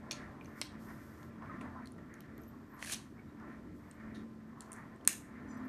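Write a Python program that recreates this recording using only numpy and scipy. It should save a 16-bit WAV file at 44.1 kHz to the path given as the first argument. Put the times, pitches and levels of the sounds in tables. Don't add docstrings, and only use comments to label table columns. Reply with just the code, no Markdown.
import sys
import numpy as np
from scipy import signal
from scipy.fft import rfft, irfft
from scipy.io import wavfile

SR = 44100
rng = np.random.default_rng(int(sys.argv[2]) if len(sys.argv) > 2 else 0)


def generate_wav(signal):
    frames = np.transpose(np.atleast_2d(signal))
    scaled = np.clip(frames, -1, 1) * 32767
    pcm = np.round(scaled).astype(np.int16)
    wavfile.write(sys.argv[1], SR, pcm)


N = 250488

# (time [s], strength [dB], hollow knock near 1.8 kHz [dB],
# clack near 4 kHz [dB], rattle decay [ms], ring of the touched part [Hz]); knock, clack over the bright tick
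CONTACTS = [(0.1103, -27, 9, 26, 0.56, 5400), (0.1114, -28, 18, -2, 0.82, 4400),
            (0.113, -38.5, 16, 20, 18.4, 6300), (0.1158, -33, -3, -4, 1.2, 5700),
            (0.1202, -44, 16, 3, 1.55, 2480), (0.128, -37, 5, 9, 1.8, 4360),
            (0.41, -44.5, 32, -6, 2.8, 2320), (0.446, -55, -5, 3, 1.5, 5800),
            (0.4573, -49.5, 21, 12, 1.8, 6100), (0.6146, -26, 10, 16, 1.03, 8430),
            (0.6146, -24, 15, 13, 0.46, 5080), (0.616, -30, 8, 15, 1.42, 2080),
            (0.6208, -34, 21, 11, 1.66, 4030), (0.88, -66.5, -5, 0, 65, 5060),
            (1.2297, -53, 13, 13, 1.2, 6700), (1.357, -64, 25, 0, 4, 1000), (1.421, -59, 27, 1, 3.4, 2200),
            (1.458, -54, 32, -6, 2.7, 2340), (1.6098, -45.5, 20, 4, 5, 1950), (1.612, -57, 0, -15, 6, 3800),
            (1.857, -49.5, -13, -2, 2.3, 4200), (1.8723, -45.5, -18, 0, 1.15, 4200),
            (1.9197, -52, -17, -11, 1.4, 9350), (2.14, -49, -20, -2.5, 1.55, 6600),
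            (2.2055, -42.5, 3, 6, 1.5, 14500), (2.379, -51, -4, 2, 1.5, 13300),
            (2.435, -57, 15, 0, 2.1, 6200), (2.8253, -29.5, 22, 19, 2.27, 1940),
            (2.8464, -36, 2, 3, 2, 1960), (2.86, -45, 5, -4, 1.2, 3800), (2.872, -40, 8, -7, 5.5, 1800),
            (2.8957, -36, 9, -10, 4.9, 1720), (2.9215, -31.5, -26, 10, 2.5, 7550),
            (2.93, -33.5, 6, 5, 3.15, 3670), (2.9341, -35, -8, -3, 4.2, 5900),
            (2.943, -34, 0, 22, 2.68, 5570), (3.399, -64, 5, 7, 2, 5000), (3.912, -47, -19, 29, 1.7, 8400),
            (4.144, -56, -13, 9, 35, 3770), (4.6066, -38, -29, 1, 1.34, 7650),
            (4.6194, -50, -15, 3, 2.4, 8550), (4.7181, -39, -10, -23, 2.6, 9200),
            (4.73, -38, -23, -8.5, 0.94, 9100), (4.7355, -49, -10, -17, 3.2, 8950),
            (4.763, -52, -9, -10, 1.1, 8100), (4.961, -62, -10, -6, 1.05, 8150),
            (5.01, -60, 2.5, 14, 2.2, 3270), (5.05, -43.5, 4, 6, 1.36, 8850),
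            (5.0755, -5, -5, -10.5, 0.39, 8400), (5.0769, -23, -7.5, -10, 1.42, 9600),
            (5.0754, -30, 10.5, 2, 0.73, 1880), (5.0761, -20.5, 1.5, 15, 0.9, 4250),
            (5.076, -27.5, 13.5, 8, 0.85, 2550), (5.0745, -27, -10, -9, 0.81, 13500)]
# (frequency [Hz], width [Hz], level [dB])
POLE_RINGS = [(1060, 300, -12), (1790, 260, 0), (2150, 250, -7), (2660, 280, -3), (3300, 300, -7),
              (4260, 260, -3), (5850, 400, -11), (6650, 450, -4), (7600, 700, -7), (8950, 700, 0),
              (9650, 400, -5), (10850, 300, -6), (12400, 400, -9), (13800, 300, -3)]
# (time [s], pitch factor [ratio])
GRIP_SHIFT = [(0.1, 1.33), (0.45, 1.32), (0.6, 1.19), (1.3, 1.3), (1.7, 1.32), (2.8, 1.0), (2.9, 0.94),
              (3.0, 1.01)]
# (low edge [Hz], high edge [Hz])
COLOUR_BANDS = [(1500, 2900), (2900, 6100), (6100, 10400), (10400, 16000)]
# (time [s], level [dB])
SLIDE_LEVEL = [(2.76, -80), (2.815, -59), (2.828, -54), (2.86, -52), (2.885, -47), (2.905, -45.5),
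               (2.928, -37), (2.98, -68)]
# (start [s], length [s], first pitch [Hz], last pitch [Hz], level before wavering [dB])
WHISTLES = [(1.483, 0.04, 1310, 1200, -53), (1.506, 0.05, 1080, 1020, -53), (1.54, 0.035, 1330, 1330, -59),
            (5.638, 0.035, 11500, 12000, -78), (2.4, 0.061, 11800, 14200, -72),
            (2.459, 0.056, 11500, 14300, -63), (2.674, 0.13, 14200, 11700, -71.5),
            (3.178, 0.029, 2290, 2230, -62), (3.28, 0.028, 3870, 3770, -76),
            (5.555, 0.038, 11900, 13300, -79)]
# (frequency [Hz], level before flutter and fade [dB])
THIN_BANDS = [(4710, -82.5), (5050, -83), (5970, -71.5), (7140, -73), (7900, -82.5), (9050, -84.5)]
# (start [s], end [s])
THIN_TIMES = (5.485, 5.65)
# (start [s], end [s], level at first, before the sag [dB])
RUB_STROKES = [(0.397, 0.553, -77), (0.554, 0.642, -63.5), (0.782, 1.274, -66.5), (2.368, 2.707, -83),
               (2.976, 3.304, -91), (3.735, 3.95, -80), (4.567, 4.788, -83)]
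# (frequency [Hz], relative density [dB per Hz])
RUB_SPECTRUM = [(1760, -51.5), (3000, -8.5), (4040, -10), (5180, -5), (10400, -10), (12300, -3.5),
                (14500, -3.5)]
# (time [s], lower wave [dB], upper wave [dB], rumble before BOOM_DB [dB])
HUM_LEVELS = [(0.0, -54, -70, -58), (0.14, -60, -59.5, -53.5), (0.63, -56, -73, -57),
              (0.68, -66, -66, -56.5), (0.76, -48.5, -62, -55), (1.17, -66, -75, -56),
              (1.44, -53.5, -69, -57), (1.49, -62, -54, -53.5), (1.55, -61, -69, -52.5),
              (1.61, -51.5, -53.5, -53.5), (2.24, -66, -64.5, -59.5), (2.36, -58, -63.5, -55.5),
              (2.8, -60.5, -64.5, -59), (3.67, -56.5, -61, -55.5), (3.78, -70, -76, -57),
              (3.95, -63.5, -72, -60), (4.05, -49, -62, -54.5), (4.22, -51, -67, -54.5),
              (4.46, -53.5, -66, -59.5), (4.49, -54.5, -87, -58.5), (4.79, -61, -60, -59.5),
              (5.25, -59.5, -62, -56.5), (5.66, -50.5, -45, -53.5), (5.68, -55.5, -46.5, -65)]
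# (lower [Hz], upper [Hz])
WAVE_PITCHES = (221, 256)
# (frequency [Hz], relative density [dB per Hz])
BOOM_SPECTRUM = [(15, -48), (30, -16), (75, -4.5), (162, -3.5), (217, -2), (330, -5), (395, -11.5),
                 (545, -18.5), (700, -32), (910, -55.5), (1540, -120)]
# (frequency [Hz], width [Hz], relative level [dB])
BOOM_MODES = [(86.3, 7.7, -2.5), (132, 9.8, -4), (228, 6.77, -18), (293.8, 6.5, -0.5)]
# (time [s], level [dB], time to fall by 60 dB [s])
FAR_KNOCKS = [(.71, -56, 1), (4.0, -55, 0.39), (1.357, -56, .1), (1.421, -53.5, 0.41),
              (1.6095, -48.5, 0.54), (1.964, -60, 0.066), (1.982, -54.5, 0.33)]
# (time [s], level [dB])
FAR_LEVELS = [(0.0, -57.5), (0.22, -50.5), (0.43, -59), (0.92, -58), (1.25, -59.5), (1.37, -60),
              (1.58, -53), (1.64, -58.5), (1.77, -56), (1.91, -63.5), (2.39, -60.5), (2.56, -64.5),
              (2.86, -60.5), (3.1, -67), (3.31, -63.5), (3.51, -54), (3.73, -66), (3.97, -59.5),
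              (4.13, -58.5), (4.35, -63.5), (4.52, -65), (4.71, -57), (4.86, -56), (4.97, -58.5),
              (5.19, -62), (5.43, -57.5), (5.68, -53.5)]
# (frequency [Hz], relative density [dB per Hz])
FAR_SPECTRUM = [(240, -22.5), (400, -5.5), (613, -15.5), (653, -6), (812, -9.5), (1040, -5.5),
                (1600, -10.5), (1790, -6), (2350, -19), (2750, -33.5), (3500, -61), (4550, -78),
                (7700, -120)]
# (frequency [Hz], width [Hz], relative level [dB])
FAR_RINGS = [(599.4, 15, -4), (659, 30, -6.5), (738, 5.2, -16), (881, 21.9, -12), (1033, 5.9, -4.5),
             (1176, 11, -7.5), (1345, 13, -5), (1519, 3.3, -11.5), (1640, 18, -35), (1930, 47, -34)]
# (frequency [Hz], relative density [dB per Hz])
HISS_SPECTRUM = [(1180, -32), (2000, -6), (2740, -9.5), (8750, -18.5), (10200, -31.5), (11300, -30.5),
                 (14500, -24.5)]

GRIP_REACH_HZ = 3500
BLOW = 8.0
PUSH_DB, PUSH_LOW_HZ, PUSH_HIGH_HZ = -5, 450, 1500
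TOP_DB, TOP_FOLLOWS, TOP_DB_PER_HALVING = -4.5, 0.094, 5
PART_DB, PART_WIDTH_SHARE = 6, 0.11
CRACK_DB, WALL_CRACK_DB, WALL_PART_DB = -12, 0, -2
SQUEAK_JITTER = 0.007
THIN_FILTER_WIDTH_HZ, THIN_FADE_DB_PER_S = 60, 60
RUB_RISE_S, RUB_FALL_S, RUB_SAG_DB_PER_S, RUB_REST_DB = 0.036, 0.034, 15.5, -82
ROOM_T60_S, ROOM_DB, ECHO_RISE_S, ROOM_CUT_HZ = 0.3, -12, 0.002, 7300
TAIL_RAGGED_DB = 3.0
WAVE_WANDER_HZ, WAVE_WAVER_DB = 4.0, 1.5
BOOM_DB = 3.5
HISS_DB = -79.5
TREBLE_STOP_HZ = 14450


def from_db(db):
    return 10 ** (np.asarray(db) / 20)


def rms_one(x):
    return x / np.sqrt(np.mean(x ** 2) + 1e-20)


def in_time(rows):
    s, *columns = np.transpose(rows)
    return [np.interp(np.arange(N) / SR, s, c) for c in columns]


def at_hz(points, hz):
    point_hz, point_db = np.transpose(points)
    return np.interp(np.log(hz), np.log(point_hz), point_db)


def drift(rate):
    r = np.exp(-80 * np.pi * rate / SR)
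    raw = rng.standard_normal(N // 40 + 2002)
    slow = signal.lfilter([1], [1, -2 * r, r * r], raw)[2000:]
    return np.interp(np.arange(N) / 40, np.arange(len(slow)), rms_one(slow))


def resonate(x, hz, width):
    r = np.exp(-np.pi * width / SR)
    top = np.array([1, 0, -1]) * (1 - r * r) / 2
    return signal.lfilter(top, [1, -2 * r * np.cos(2 * np.pi * hz / SR), r * r], x + 1e-18)


def band_pass(order, edges, x):
    return signal.sosfilt(signal.butter(order, edges, "band", fs=SR, output="sos"), x)


def coloured_noise(spectrum, patchy_db=0, speed=6):
    hz = np.maximum(np.fft.rfftfreq(N, 1 / SR), 1)
    shaped = rfft(rng.standard_normal(N)) * from_db(at_hz(spectrum, hz))
    first, last = np.floor(np.log2(spectrum[0][0])), np.log2(spectrum[-1][0])
    out = 0
    for centre in np.arange(first, last + 1):
        share = np.clip(1 - abs(np.log2(hz) - centre), 0, 1)
        out = out + irfft(shaped * share, N) * from_db(patchy_db * drift(speed))
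    return rms_one(out)


def standing(modes):
    white = rng.standard_normal(N)
    return sum(from_db(db) * rms_one(resonate(white, hz, width)) for hz, width, db in modes)


def pole(force, colour_db, s, crack_db=CRACK_DB):
    grip = np.interp(s, *np.transpose(GRIP_SHIFT))
    rings = from_db(crack_db) * force
    for hz, width, db in POLE_RINGS:
        pitch = hz * (grip if hz < GRIP_REACH_HZ else 1)
        rings = rings + from_db(db) * resonate(force, pitch, width)
    out = from_db(colour_db[0] + PUSH_DB) * band_pass(2, [PUSH_LOW_HZ, PUSH_HIGH_HZ], force)
    for edges, db in zip(COLOUR_BANDS, colour_db):
        out = out + from_db(db) * band_pass(3, edges, rings)
    return out


def ticks():
    out, t = np.zeros((4, N + 4096)), np.arange(4096) / SR
    crack_db = [[CRACK_DB]] + [[WALL_CRACK_DB]] * 3
    wall_part_db = WALL_PART_DB * np.array([[0], [1], [1], [1]])
    for s, strength_db, knock_db, clack_db, ms, part_hz in CONTACTS:
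        length = max(ms, .1) / 1000
        grit = rng.standard_normal((4, len(t)))
        force = grit * np.exp(-t / length) * (1 - np.exp(-t / (0.066 * length)))
        force[:, round(.4 * length * SR)] += BLOW
        top_db = TOP_DB - TOP_FOLLOWS * (strength_db + 27.5) - TOP_DB_PER_HALVING * np.log2(min(ms, 2))
        sound = pole(force, [knock_db, clack_db, 0, top_db], s, crack_db)
        width = PART_WIDTH_SHARE * part_hz
        part = resonate(resonate(force, part_hz, width), part_hz, 2 * width)
        sound = sound + from_db(PART_DB + max(knock_db, clack_db, 0) + wall_part_db) * part
        sound = sound / np.linalg.norm(sound, axis=1, keepdims=True)
        sound = sound * np.sqrt((length + 0.001) * SR)
        out[:, round(s * SR):][:, :len(t)] += from_db(strength_db - 7.5) * sound
    return out[:, :N]


def slide():
    sizes = from_db(3.0 * np.minimum(rng.exponential(1, N), 4)) * rng.choice([-1, 1], N)
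    hits = rng.random(N) < 6000 / SR
    force = sizes * hits * from_db(2.5 * drift(70))
    t = np.arange(N) / SR
    moving = (t > SLIDE_LEVEL[0][0]) & (t < SLIDE_LEVEL[-1][0])
    rings = pole(force, [3.0, 5.0, 3.0, -2.0], SLIDE_LEVEL[4][0], crack_db=-3.0)
    return moving * from_db(in_time(SLIDE_LEVEL)[0]) * rms_one(rings)


def squeaks():
    out, jitter = np.zeros(N), 1 + SQUEAK_JITTER * drift(200)
    for s, length, from_hz, to_hz, db in WHISTLES:
        start = round(s * SR)
        u = np.linspace(0, 1, round(length * SR))
        hz = (from_hz + (to_hz - from_hz) * u) * jitter[start:][:len(u)]
        tone = np.sin(2 * np.pi * np.cumsum(hz) / SR)
        out[start:][:len(u)] += from_db(db) * np.sin(np.pi * u) * tone
    return out * from_db(3.0 * drift(60)) * (1 + .6 * drift(150))


def thin_tones():
    start, end = THIN_TIMES
    on, = in_time([(start - .01, 0), (start + 0.0183, 1), (end - .05, .7), (end, 0)])
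    fade = from_db(-THIN_FADE_DB_PER_S * np.clip(np.arange(N) / SR - start, 0, 1))
    bands = 0
    for hz, db in THIN_BANDS:
        once = resonate(rng.standard_normal(N), hz, THIN_FILTER_WIDTH_HZ)
        twice = resonate(once, hz, THIN_FILTER_WIDTH_HZ)
        bands = bands + rms_one(twice) * from_db(db + 3.0 * drift(39.6))
    return on * fade * bands


def rub():
    t = np.arange(N) / SR
    level = from_db(RUB_REST_DB)
    for start, end, db in RUB_STROKES:
        sagging = from_db(db - RUB_SAG_DB_PER_S * np.clip(t - start, 0, end - start))
        rise, fall = (t - start) / RUB_RISE_S, 1 + (end - t) / RUB_FALL_S
        level = level + sagging * np.clip(np.minimum(rise, fall), 0, 1)
    return level * coloured_noise(RUB_SPECTRUM, patchy_db=1.0, speed=11)


def room(rows):
    t = np.arange(round(.6 * SR)) / SR
    tails = rng.standard_normal((len(rows), len(t))) * from_db(-60 * t / ROOM_T60_S)
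    tails = tails * np.clip(t / ECHO_RISE_S, 0, 1) ** 2
    tails = tails * from_db([TAIL_RAGGED_DB * drift(120)[:len(t)] for row in rows])
    tails = signal.lfilter(*signal.butter(1, ROOM_CUT_HZ, fs=SR), tails)
    echoes = signal.fftconvolve(rows, tails / np.linalg.norm(tails), axes=1)
    return from_db(ROOM_DB) * echoes.sum(axis=0)[:N]


def wave(hz):
    pitch = hz + WAVE_WANDER_HZ * drift(8)
    tone = np.sin(2 * np.pi * np.cumsum(pitch) / SR)
    return rms_one(tone * from_db(WAVE_WAVER_DB * drift(6.2)))


def boom():
    return rms_one(coloured_noise(BOOM_SPECTRUM, patchy_db=2.0) + from_db(-10.0) * standing(BOOM_MODES))


def hum():
    lower_db, upper_db, rumble_db = in_time(HUM_LEVELS)
    lower_hz, upper_hz = WAVE_PITCHES
    waves = from_db(lower_db) * wave(lower_hz) + from_db(upper_db) * wave(upper_hz)
    return from_db(rumble_db + BOOM_DB) * boom() + waves


def thuds():
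    t = np.arange(N) / SR
    return sum((t > s) * from_db(db - 60 * np.maximum(t - s, 0) / t60) for s, db, t60 in FAR_KNOCKS)


def far_noise():
    far_db, = in_time(FAR_LEVELS)
    noise = coloured_noise(FAR_SPECTRUM, patchy_db=4.0) + from_db(-8.0) * standing(FAR_RINGS)
    return np.hypot(from_db(far_db), thuds()) * rms_one(noise)


def hiss():
    return from_db(HISS_DB) * coloured_noise(HISS_SPECTRUM)


def scene():
    contacts = ticks()
    moves = slide() + squeaks() + thin_tones()
    handling = contacts[0] + moves + room(contacts[1:] + moves) + rub()
    return (handling + hum() + far_noise() + hiss())[None]


def band_limit(x):
    return signal.sosfilt(signal.butter(12, 15070, fs=SR, output="sos"), x)


def record(dry):
    treble_cut = signal.cheby2(12, 45, TREBLE_STOP_HZ, fs=SR, output="sos")
    mix = signal.sosfilt(treble_cut, dry)
    return band_limit(mix)


dry = scene()
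out = record(dry)
generate_wav(out)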